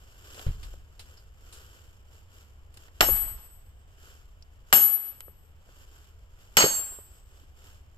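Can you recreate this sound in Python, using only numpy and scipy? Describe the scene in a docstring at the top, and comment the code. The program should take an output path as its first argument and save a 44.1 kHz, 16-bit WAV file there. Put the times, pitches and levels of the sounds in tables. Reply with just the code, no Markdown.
"""Splitting a log with sledge and wedge

A sledgehammer drives a steel wedge into a log on a chopping block, three blows in a quiet yard.
Each blow layers coloured noise for crack, wood and yard scatter with decaying steel modes; noise bursts
snap the fibres. The third blow splits the log and loosens the wedge. Around the blows, shaped noise rustles
the work clothes, ticks, and puffs on the microphone; damped sines make knocks and bumps over a low rumble
and hiss. The microphone ports colour the mix, and a limiter flattens the peaks.
"""
import sys
import numpy as np
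from scipy import signal
from scipy.fft import rfft, irfft, next_fast_len
from scipy.io import wavfile
from scipy.ndimage import uniform_filter1d

SR = 44100
rng = np.random.default_rng(int(sys.argv[2]) if len(sys.argv) > 2 else 0)


def persist_wave(psi):
    """Save psi, clipped to +-1, as 16-bit WAV."""
    counts = np.round(np.clip(psi, -1, 1) * 32767).astype(np.int16)
    wavfile.write(sys.argv[1], SR, np.atleast_2d(counts).T)


N = 351828
T = np.arange(N) / SR
SHORT = T[:int(1.3 * SR)]  # time axis of one event, in seconds
PORT_LAG = 10  # samples by which the right microphone port trails the left

# All levels are those in the mix, ahead of the microphone ports and limiter.
# Low outdoor rumble, steady but for one brief dip. Each row: frequency in Hz, relative level in dB.
RUMBLE_SPECTRUM = [(15, -1), (35, 0.5), (50, 0), (80, 1.5), (120, -14), (170, -22), (400, -48.5),
                   (1500, -80.5)]
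RUMBLE_DB = -52
DIP_AT_S, DIP_DEPTH_DB, DIP_WIDTH_S = 4.99, 20, 0.12
# Faint distant hiss. Each row: frequency in Hz, relative level in dB.
HISS_SPECTRUM = [(100, 15), (250, 4.5), (500, 7), (1000, 3), (2000, -4), (3000, -5.5), (4000, -17.5),
                 (5400, -23), (7500, -25), (9500, -37), (13000, -21), (14300, -20), (15000, -49.5)]
HISS_DB = -65

# Rub of the work clothes. Each row: frequency in Hz, relative level in dB.
CLOTH_SPECTRUM = [(100, -9), (420, 11), (800, 2), (1500, 10.5), (2100, -1), (3000, 6), (4000, -3.5),
                  (5400, 3.5), (7500, 5), (9500, -13.5), (12500, 0.5), (14200, -10.5), (15000, -31.5)]
# Arm and leg movements that rub the clothes. Each row: fastest point in seconds, level in dB,
# swell time in seconds.
CLOTH_MOVES = [(.08, -60.5, 0.18), (.40, -47, 0.088), (.67, -54.5, 0.061), (1.10, -58.5, 0.082),
               (1.57, -53, 0.072), (1.75, -59, 0.13), (2.16, -60.5, 0.045), (2.39, -58.5, 0.051),
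               (2.82, -58, 0.041), (4.09, -55, .07), (5.79, -57.5, 0.061), (5.97, -59.5, 0.088),
               (6.42, -62.5, 0.053), (7.15, -63, 0.051), (7.37, -62, 0.052), (7.68, -56.5, 0.061)]
STANDING_DB = -70  # faint rustle while the workman stands still
# Every blow moves the clothes twice: the downswing just before it and the recoil after it.
SWING_LEAD_S, SWING_DB, SWING_SWELL_S = 0.0071, -59.5, 0.035
RECOIL_LAG_S, RECOIL_DB, RECOIL_SWELL_S = 0.375, -60.5, 0.05
# Small ticks of handle, grit and chips. Each row: start in seconds, level in dB, T60 in seconds,
# centre in Hz, width between the -6 dB points in Hz.
HANDLING_TICKS = [(.345, -45.5, 0.048, 4040, 8000), (0.394, -38, 0.015, 2960, 8000),
                  (.465, -47.5, 0.25, 1160, 4850), (0.63, -45.5, 0.13, 3550, 8100),
                  (0.994, -43, 0.13, 4130, 8800), (1.172, -55.5, 0.14, 4970, 1200),
                  (1.526, -47, 0.22, 6500, 7950), (2.741, -53, 0.063, 6840, 12000),
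                  (2.772, -42, 0.034, 2620, 12800), (2.882, -50.5, 0.035, 1160, 2480),
                  (4.425, -46.5, 0.029, 5400, 1100), (5.2064, -21, 0.0012, 10200, 7040),
                  (5.207, -47, 0.034, 2120, 3500)]

# Dull knocks of the log on the block and of boots on the ground. Each row: start in seconds, level in dB.
DULL_KNOCKS = [(.378, -44.5), (0.396, -43), (0.467, -39), (0.739, -48), (3.0870, -17.5), (5.281, -45),
               (5.69, -52), (6.640, -4), (6.648, -13.5), (6.662, -15.5), (6.793, -51), (6.921, -48),
               (6.987, -43), (7.435, -55.5)]
# Modes of chopping block and ground, detuned at random for each knock. Each row: nominal frequency in Hz,
# level within the knock in dB, T60 in seconds.
BLOCK_MODES = [(183.6, -13, 0.068), (371.5, -5.5, 0.055), (450, 5, 0.024), (566, -5.5, 0.014),
               (948, 5.5, 0.011)]
# Grit in a knock. Each row: frequency in Hz, relative level in dB.
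GRIT_SPECTRUM = [(40, -43.5), (150, -14.5), (380, -13), (600, -15), (1000, -12.5), (2000, -20),
                 (6000, -62.5)]

# Puffs of air on the microphone. Each row: start in seconds, level in dB, length in seconds,
# upper -6 dB corner in Hz.
AIR_PUFFS = [(0.462, -32, 0.052, 112), (0.542, -41, 0.15, 58), (0.627, -45.5, 0.16, 56),
             (3.005, -24.5, 0.14, 59.9), (3.171, -40, 0.22, 46.4), (4.724, -32.5, 0.044, 131)]
# A soft bump against the microphone and its rebound. Each row: start in seconds, level in dB.
MIC_BUMPS = [(.465, -18), (0.487, -18)]
# Low modes of the microphone's mount. Each row: frequency in Hz, level within the bump in dB, T60 in seconds.
MOUNT_MODES = [(34.5, 0.5, 0.14), (77.3, 2.5, 0.082), (114, -12, 0.059), (228, -16, 0.017)]

# Hammer blows. Each row: start in seconds, crack level in dB, wood level in dB, wood T60 in seconds,
# yard level in dB, head axial level in dB, head bending level in dB, bending tilt in dB per octave,
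# wedge level in dB, grip of the log from 0 to 1.
HAMMER_BLOWS = [(3.0075, -10, -9, 0.2, -31, -8.5, -23.5, -3.5, -16, 0.99),
                (4.7274, -6.5, -10.5, 0.24, -32, -0.5, -22.5, 9, -12, 0.97),
                (6.5698, 3, -0.5, 0.26, -31, -14.5, -19, 1, 2, 0.25)]
# Hard contact and breaking fibres. Each row: frequency in Hz, relative level in dB.
CRACK_SPECTRUM = [(60, -20.5), (300, -8.5), (700, 1.5), (1500, 1), (2200, 3.5), (3000, -3), (4000, -11),
                  (7600, -1), (9500, -15.5), (13800, -2), (15000, -17.5)]
# Broad colour of the wood. Each row: frequency in Hz, relative level in dB.
WOOD_SPECTRUM = [(50, -6), (170, 0), (350, -1.5), (800, 0), (1400, 1), (2300, -4), (3000, -3), (3800, -7.5),
                 (5400, -5), (6900, -12), (7700, -12), (8700, -34), (13500, -8), (14800, -46.5)]
# Resonances of the log, all raised together against the wood colour. Each row: frequency in Hz,
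# width between the -6 dB points in Hz, level in dB before that common lift.
LOG_RESONANCES = [(575, 71, -1.5), (860, 110, -1), (1520, 120, -7), (2220, 24, -8.5), (2340, 15, -12.5),
                  (2940, 160, -6), (3280, 9, -11), (3770, 33, -19), (4102, 39, -6.5), (4870, 21, -17.5),
                  (5560, 81, -6), (5573, 220, -2)]
# Scatter from the yard. Each row: frequency in Hz, relative level in dB.
YARD_SPECTRUM = [(60, -8), (200, -3), (500, 1.5), (1200, 4.5), (2200, -3), (3000, -3), (4000, -10.5),
                 (5400, -7), (7700, -10.5), (9000, -47), (13500, -38), (15000, -51)]
# Near reflections from ground, block and workman. Each row: delay in seconds, linear gain.
NEAR_REFLECTIONS = [(.0031, 0.19), (.0058, 0.16), (.0093, .3)]
# Modes of the hammer head. Each row: frequency in Hz, level in dB before the blow's own levels,
# T60 in seconds, left minus right in dB, bending share from 0 to 1.
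HEAD_MODES = [(8050, -8.5, 1, -6.5, 1), (11410, -18.5, 0.27, 1.5, 0), (11838, -3, 0.62, 15, 0.12),
              (13925, -9, 0.71, 15.5, 1)]
# Modes of the free wedge. Each row: frequency in Hz, level in dB before the blow's own level,
# T60 in seconds, left minus right in dB, level change at full grip in dB, shift at full grip in Hz,
# chatter from 0 to 1.
WEDGE_MODES = [(2976, -0.5, 0.11, 4.5, -24, 7, 1), (4435, -3.5, 0.31, -8, -27, 2, 0.9),
               (6512, 3.5, 0.29, 3.5, -7.5, 4.5, 0.3), (7400, -15.5, 0.27, 1, 17.5, 161, 1),
               (7462, -1.5, 0.49, 2, -10, 189, 0.1), (7870, -12, 0.32, -9.5, -6, 84, 0.98),
               (9600, -19.5, .6, 3, -42, -2.5, 1)]
# Fibres snapping as the split opens. Each row: start in seconds, level in dB, T60 in seconds,
# treble -6 dB corner in Hz.
FIBRE_SNAPS = [(3.0108, -3, 0.031, 4853), (3.0134, 4, 0.0067, 1111), (3.0259, -7, 0.075, 1824),
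               (4.7321, -2, 0.013, 907), (4.738, -15, 0.035, 894), (6.5736, -2, 0.011, 4020),
               (6.578, 0, 0.005, 5050), (6.5886, -0.5, 0.012, 4450), (6.601, -4.5, 0.02, 5000),
               (6.607, 0.5, 0.023, 3030), (6.614, -5, 0.083, 6000), (6.626, -6.5, 0.083, 6016)]


def undb(db):
    """Decibels to linear gain."""
    return 10 ** (np.asarray(db) / 20)


def unit(x):
    """Scale to rms 1."""
    return x / np.sqrt(np.mean(np.abs(x) ** 2))


def fade(t60):
    """Exponential decay that loses 60 dB in t60 seconds."""
    return np.exp(-np.log(1000) * SHORT / t60)


def build_up(time_s):
    """Soft onset that closes on full level with the given time constant."""
    return 1 - np.exp(-SHORT / time_s)


def add(out, s, x):
    """Mix a stereo sound in at time s."""
    i = int(s * SR)
    out[:, i:i + x.shape[1]] += x[:, :N - i]


def colour(points):
    """Gain against frequency, drawn through (Hz, dB) points on a log frequency axis."""
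    hz, db = np.transpose(points)
    return lambda f: undb(np.interp(np.log(f), np.log(hz), db))


def noise(gain, wide_hz, size=len(SHORT)):
    """Coloured stereo noise of rms 1: left port leads, and the ports grow unlike towards and above wide_hz."""
    n = next_fast_len(size)
    f = np.maximum(np.arange(n // 2 + 1) * SR / n, 1)
    mid, side = rfft(rng.standard_normal((2, n)))
    side = side * f / (f + wide_hz)
    spectra = np.array([mid + side, mid - side]) * gain(f)
    left, right = irfft(spectra, n)[:, :size]
    return unit(np.array([left, np.roll(right, PORT_LAG)]))


def walk(rate, size=N):
    """Smooth random drift with spread near 1, taking about rate steps a second."""
    k = int(SR / rate)
    steps = np.repeat(rng.standard_normal(size // k + 2), k)
    smooth = uniform_filter1d(uniform_filter1d(steps, k), k)
    return unit(smooth)[:size]


def thud(hz, t60):
    """A damped mode: one decaying sine that reaches the left port first."""
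    swing = np.sin(2 * np.pi * hz * SHORT) * fade(t60)
    return np.array([swing, np.roll(swing, PORT_LAG)])


def rumble():
    """Low outdoor noise whose level dips once, briefly."""
    dip_db = DIP_DEPTH_DB * np.exp(-((T - DIP_AT_S) / DIP_WIDTH_S) ** 2)
    return noise(colour(RUMBLE_SPECTRUM), 160, size=N) * undb(RUMBLE_DB - dip_db)


def hiss():
    """Faint distant noise with a slight, slow drift in level."""
    return noise(colour(HISS_SPECTRUM), 760, size=N) * undb(HISS_DB + 0.38 * walk(3))


def swell(s, db, swell_s):
    """Loudness of one movement: it gathers speed, peaks at time s and slows down again."""
    return undb(db) / np.cosh(np.clip((T - s) / swell_s, -20, 20))


def clothes():
    """Cloth rubs as limbs move: crinkly noise follows the combined power of all the movements."""
    moves = list(CLOTH_MOVES)
    for s, *_ in HAMMER_BLOWS:
        moves.append((s - SWING_LEAD_S, SWING_DB, SWING_SWELL_S))
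        moves.append((s + RECOIL_LAG_S, RECOIL_DB, RECOIL_SWELL_S))
    rubbing = np.sqrt(undb(STANDING_DB) ** 2 + sum(swell(*move) ** 2 for move in moves))
    crinkle = unit(undb(1.7 * walk(400) + walk(40)))
    return noise(colour(CLOTH_SPECTRUM), 2000, size=N) * crinkle * rubbing


def ticks():
    """Handle, grit and chips tick: decaying noise in a band around each centre."""
    out = np.zeros((2, N))
    for s, db, t60, hz, width in HANDLING_TICKS:
        tick = noise(lambda f: 1 / (1 + ((f - hz) * 2 / width) ** 2), 1300)
        add(out, s, tick * fade(t60) * undb(db))
    return out


def knocks(grit_db=-9, grit_t60=0.02, echo_db=-25, echo_t60=0.27):
    """Dead knocks: short modes of block and ground, with grit that dies quickly and a weaker, longer tail."""
    out = np.zeros((2, N))
    for s, db in DULL_KNOCKS:
        body = 0
        for hz, mode_db, t60 in BLOCK_MODES:
            detune = 1 + 0.25 * rng.standard_normal()
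            body = body + thud(hz * detune, t60) * undb(mode_db)
        grit_fade = undb(grit_db) * fade(grit_t60) + undb(echo_db) * fade(echo_t60)
        grit = noise(colour(GRIT_SPECTRUM), 1500) * grit_fade
        add(out, s, (body + grit) * build_up(0.00076) * undb(db))
    return out


def puffs():
    """Air pushes on the microphone: low noise that starts fast and drops away at the end of its length."""
    out = np.zeros((2, N))
    for s, db, length, top_hz in AIR_PUFFS:
        gust = build_up(0.003) / (1 + (SHORT / length) ** 12)
        air = noise(lambda f: f / (f + 20) / (1 + (f / top_hz) ** 3), 120)
        add(out, s, air * gust * undb(db))
    return out


def bumps():
    """A soft push sets the low modes of the microphone's mount swinging."""
    out = np.zeros((2, N))
    modes = sum(thud(hz, t60) * undb(db) for hz, db, t60 in MOUNT_MODES)
    bump = -modes * build_up(0.0024)  # the first swing is negative
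    for s, db in MIC_BUMPS:
        add(out, s, bump * undb(db))
    return out


def reflections(f):
    """Near reflections comb the spectra of crack, wood, fibres and yard scatter."""
    echoes = sum(gain * np.exp(-2j * np.pi * f * delay) for delay, gain in NEAR_REFLECTIONS)
    return np.abs(1 + echoes)


def crack_colour(f):
    """Spectrum of a hard contact or a breaking fibre, combed by the near reflections."""
    return colour(CRACK_SPECTRUM)(f) * reflections(f)


def log_body(f, resonance_db=7):
    """Broad colour of the wood with the log's resonances added in power."""
    peaks = 0
    for hz, width, db in LOG_RESONANCES:
        peaks = peaks + undb(db) ** 2 / (1 + ((f - hz) * 2 / width) ** 2) ** 2
    return np.sqrt(colour(WOOD_SPECTRUM)(f) ** 2 + undb(resonance_db) ** 2 * peaks)


def crack(db, t60=0.07):
    """Hammer meets wedge: a short burst of hard contact noise."""
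    return noise(crack_colour, 6000) * fade(t60) * undb(db)


def crunch(db, t60, grain_db=1.0, splinter_db=-7):
    """Stressed wood: log noise and fine splinters, made grainy by fast random level changes."""
    grain = unit(undb(grain_db * walk(1300, size=len(SHORT))))
    body = noise(lambda f: log_body(f) * reflections(f), 910) * fade(t60)
    # fine splinters are bright and die twice as fast as the body of the log
    splinters = noise(crack_colour, 1800) * fade(t60 / 2) * undb(splinter_db)
    return (body + splinters) * grain * undb(db)


def yard_scatter(db, t60=0.82, build_s=0.033):
    """Fence and bushes scatter the blow: noise builds up, flutters in level and decays."""
    flutter = undb(0.96 * walk(60, size=len(SHORT)))
    scatter = noise(lambda f: colour(YARD_SPECTRUM)(f) * reflections(f), 300)
    return scatter * flutter * build_up(build_s) * fade(t60) * undb(db)


def drift(rate):
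    """Random complex swell for each port, as long as one ring."""
    size = len(SHORT)
    return np.array([walk(rate, size) + 1j * walk(rate, size) for _ in range(2)])


def ring(hz, db, t60, pan_db, chatter):
    """One steel mode: it starts to waver as echoes of the moving tool come in; chatter widens its line."""
    waver = 0.52 * drift(34) * build_up(0.09)
    modulation = 1 + waver + chatter * drift(200)
    tone = np.imag(modulation * np.exp(2j * np.pi * hz * SHORT))
    port_gain = undb(db + np.array([[pan_db], [-pan_db]]) / 2)
    return tone * fade(t60) * port_gain * build_up(0.0063)


def hammer_head(axial_db, bending_db, tilt_db, chatter=0.1):
    """The point of contact sets how strongly axial and bending modes speak; a solid head rings almost purely."""
    out = 0
    for hz, db, t60, pan_db, bend in HEAD_MODES:
        off_centre_db = bending_db + tilt_db * np.log2(hz / 11000)
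        mode_db = db + (1 - bend) * axial_db + bend * off_centre_db
        out = out + ring(hz, mode_db, t60, pan_db, chatter)
    return out


def wedge(wedge_db, grip):
    """The log's grip mutes most wedge modes and stiffens most of them, raising their pitch."""
    out = 0
    for hz, db, t60, pan_db, grip_db, grip_hz, chatter in WEDGE_MODES:
        out = out + ring(hz + grip * grip_hz, db + wedge_db + grip * grip_db, t60, pan_db, chatter)
    return out


def blows():
    """Each blow joins contact crack, crunching wood, yard scatter and the ringing of hammer and wedge."""
    out = np.zeros((2, N))
    for (s, crack_db, wood_db, wood_t60, yard_db,
         axial_db, bending_db, tilt_db, wedge_db, grip) in HAMMER_BLOWS:
        struck = crack(crack_db) + crunch(wood_db, wood_t60) + yard_scatter(yard_db)
        steel = hammer_head(axial_db, bending_db, tilt_db) + wedge(wedge_db, grip)
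        add(out, s, struck + steel)
    return out


def snapping_fibres():
    """Fibres let go one by one: decaying crack noise, each with its own treble limit."""
    out = np.zeros((2, N))
    for s, db, t60, top_hz in FIBRE_SNAPS:
        snap = noise(lambda f: crack_colour(f) / (1 + (f / top_hz) ** 2), 4000)
        add(out, s, snap * fade(t60) * undb(db))
    return out


def scene():
    """The whole yard at the microphone."""
    outdoors = rumble() + hiss()
    handling = clothes() + ticks()
    microphone = puffs() + bumps()
    return outdoors + handling + knocks() + microphone + blows() + snapping_fibres()


def limiter(x, top_db=-12, release_db_per_s=85, attack_s=0.0013):
    """Gain drops just after a loud sound begins and climbs back at a steady rate."""
    keep = np.exp(-1 / (attack_s * SR))
    power = signal.lfilter([1 - keep], [1, -keep], np.mean(x ** 2, axis=0))
    over_db = np.maximum(10 * np.log10(np.maximum(power, 1e-12)) - top_db, 0)
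    # a running maximum on a rising ramp gives a straight-line release in dB
    ramp_db = release_db_per_s * T
    held_db = np.maximum.accumulate(over_db + ramp_db) - ramp_db
    return x * undb(-held_db)


def record(dry, notch_hz=6050, notch_q=7, port_hz=3020, port_q=9, port_db=-5, top_hz=14400):
    """The microphone ports add a resonance and cut a notch; limiter and clipping follow; the top is cut."""
    resonance = signal.lfilter(*signal.iirpeak(port_hz, port_q, fs=SR), dry)
    ported = dry + undb(port_db) * resonance
    ported = signal.lfilter(*signal.iirnotch(notch_hz, notch_q, fs=SR), ported)
    limited = np.clip(limiter(ported), -0.8, 0.8)
    # steep low-pass: order 8, 0.2 dB ripple, 70 dB stopband
    low_pass = signal.ellip(8, 0.2, 70, top_hz, fs=SR, output="sos")
    return signal.sosfilt(low_pass, limited)


dry = scene()
out = record(dry)
persist_wave(out)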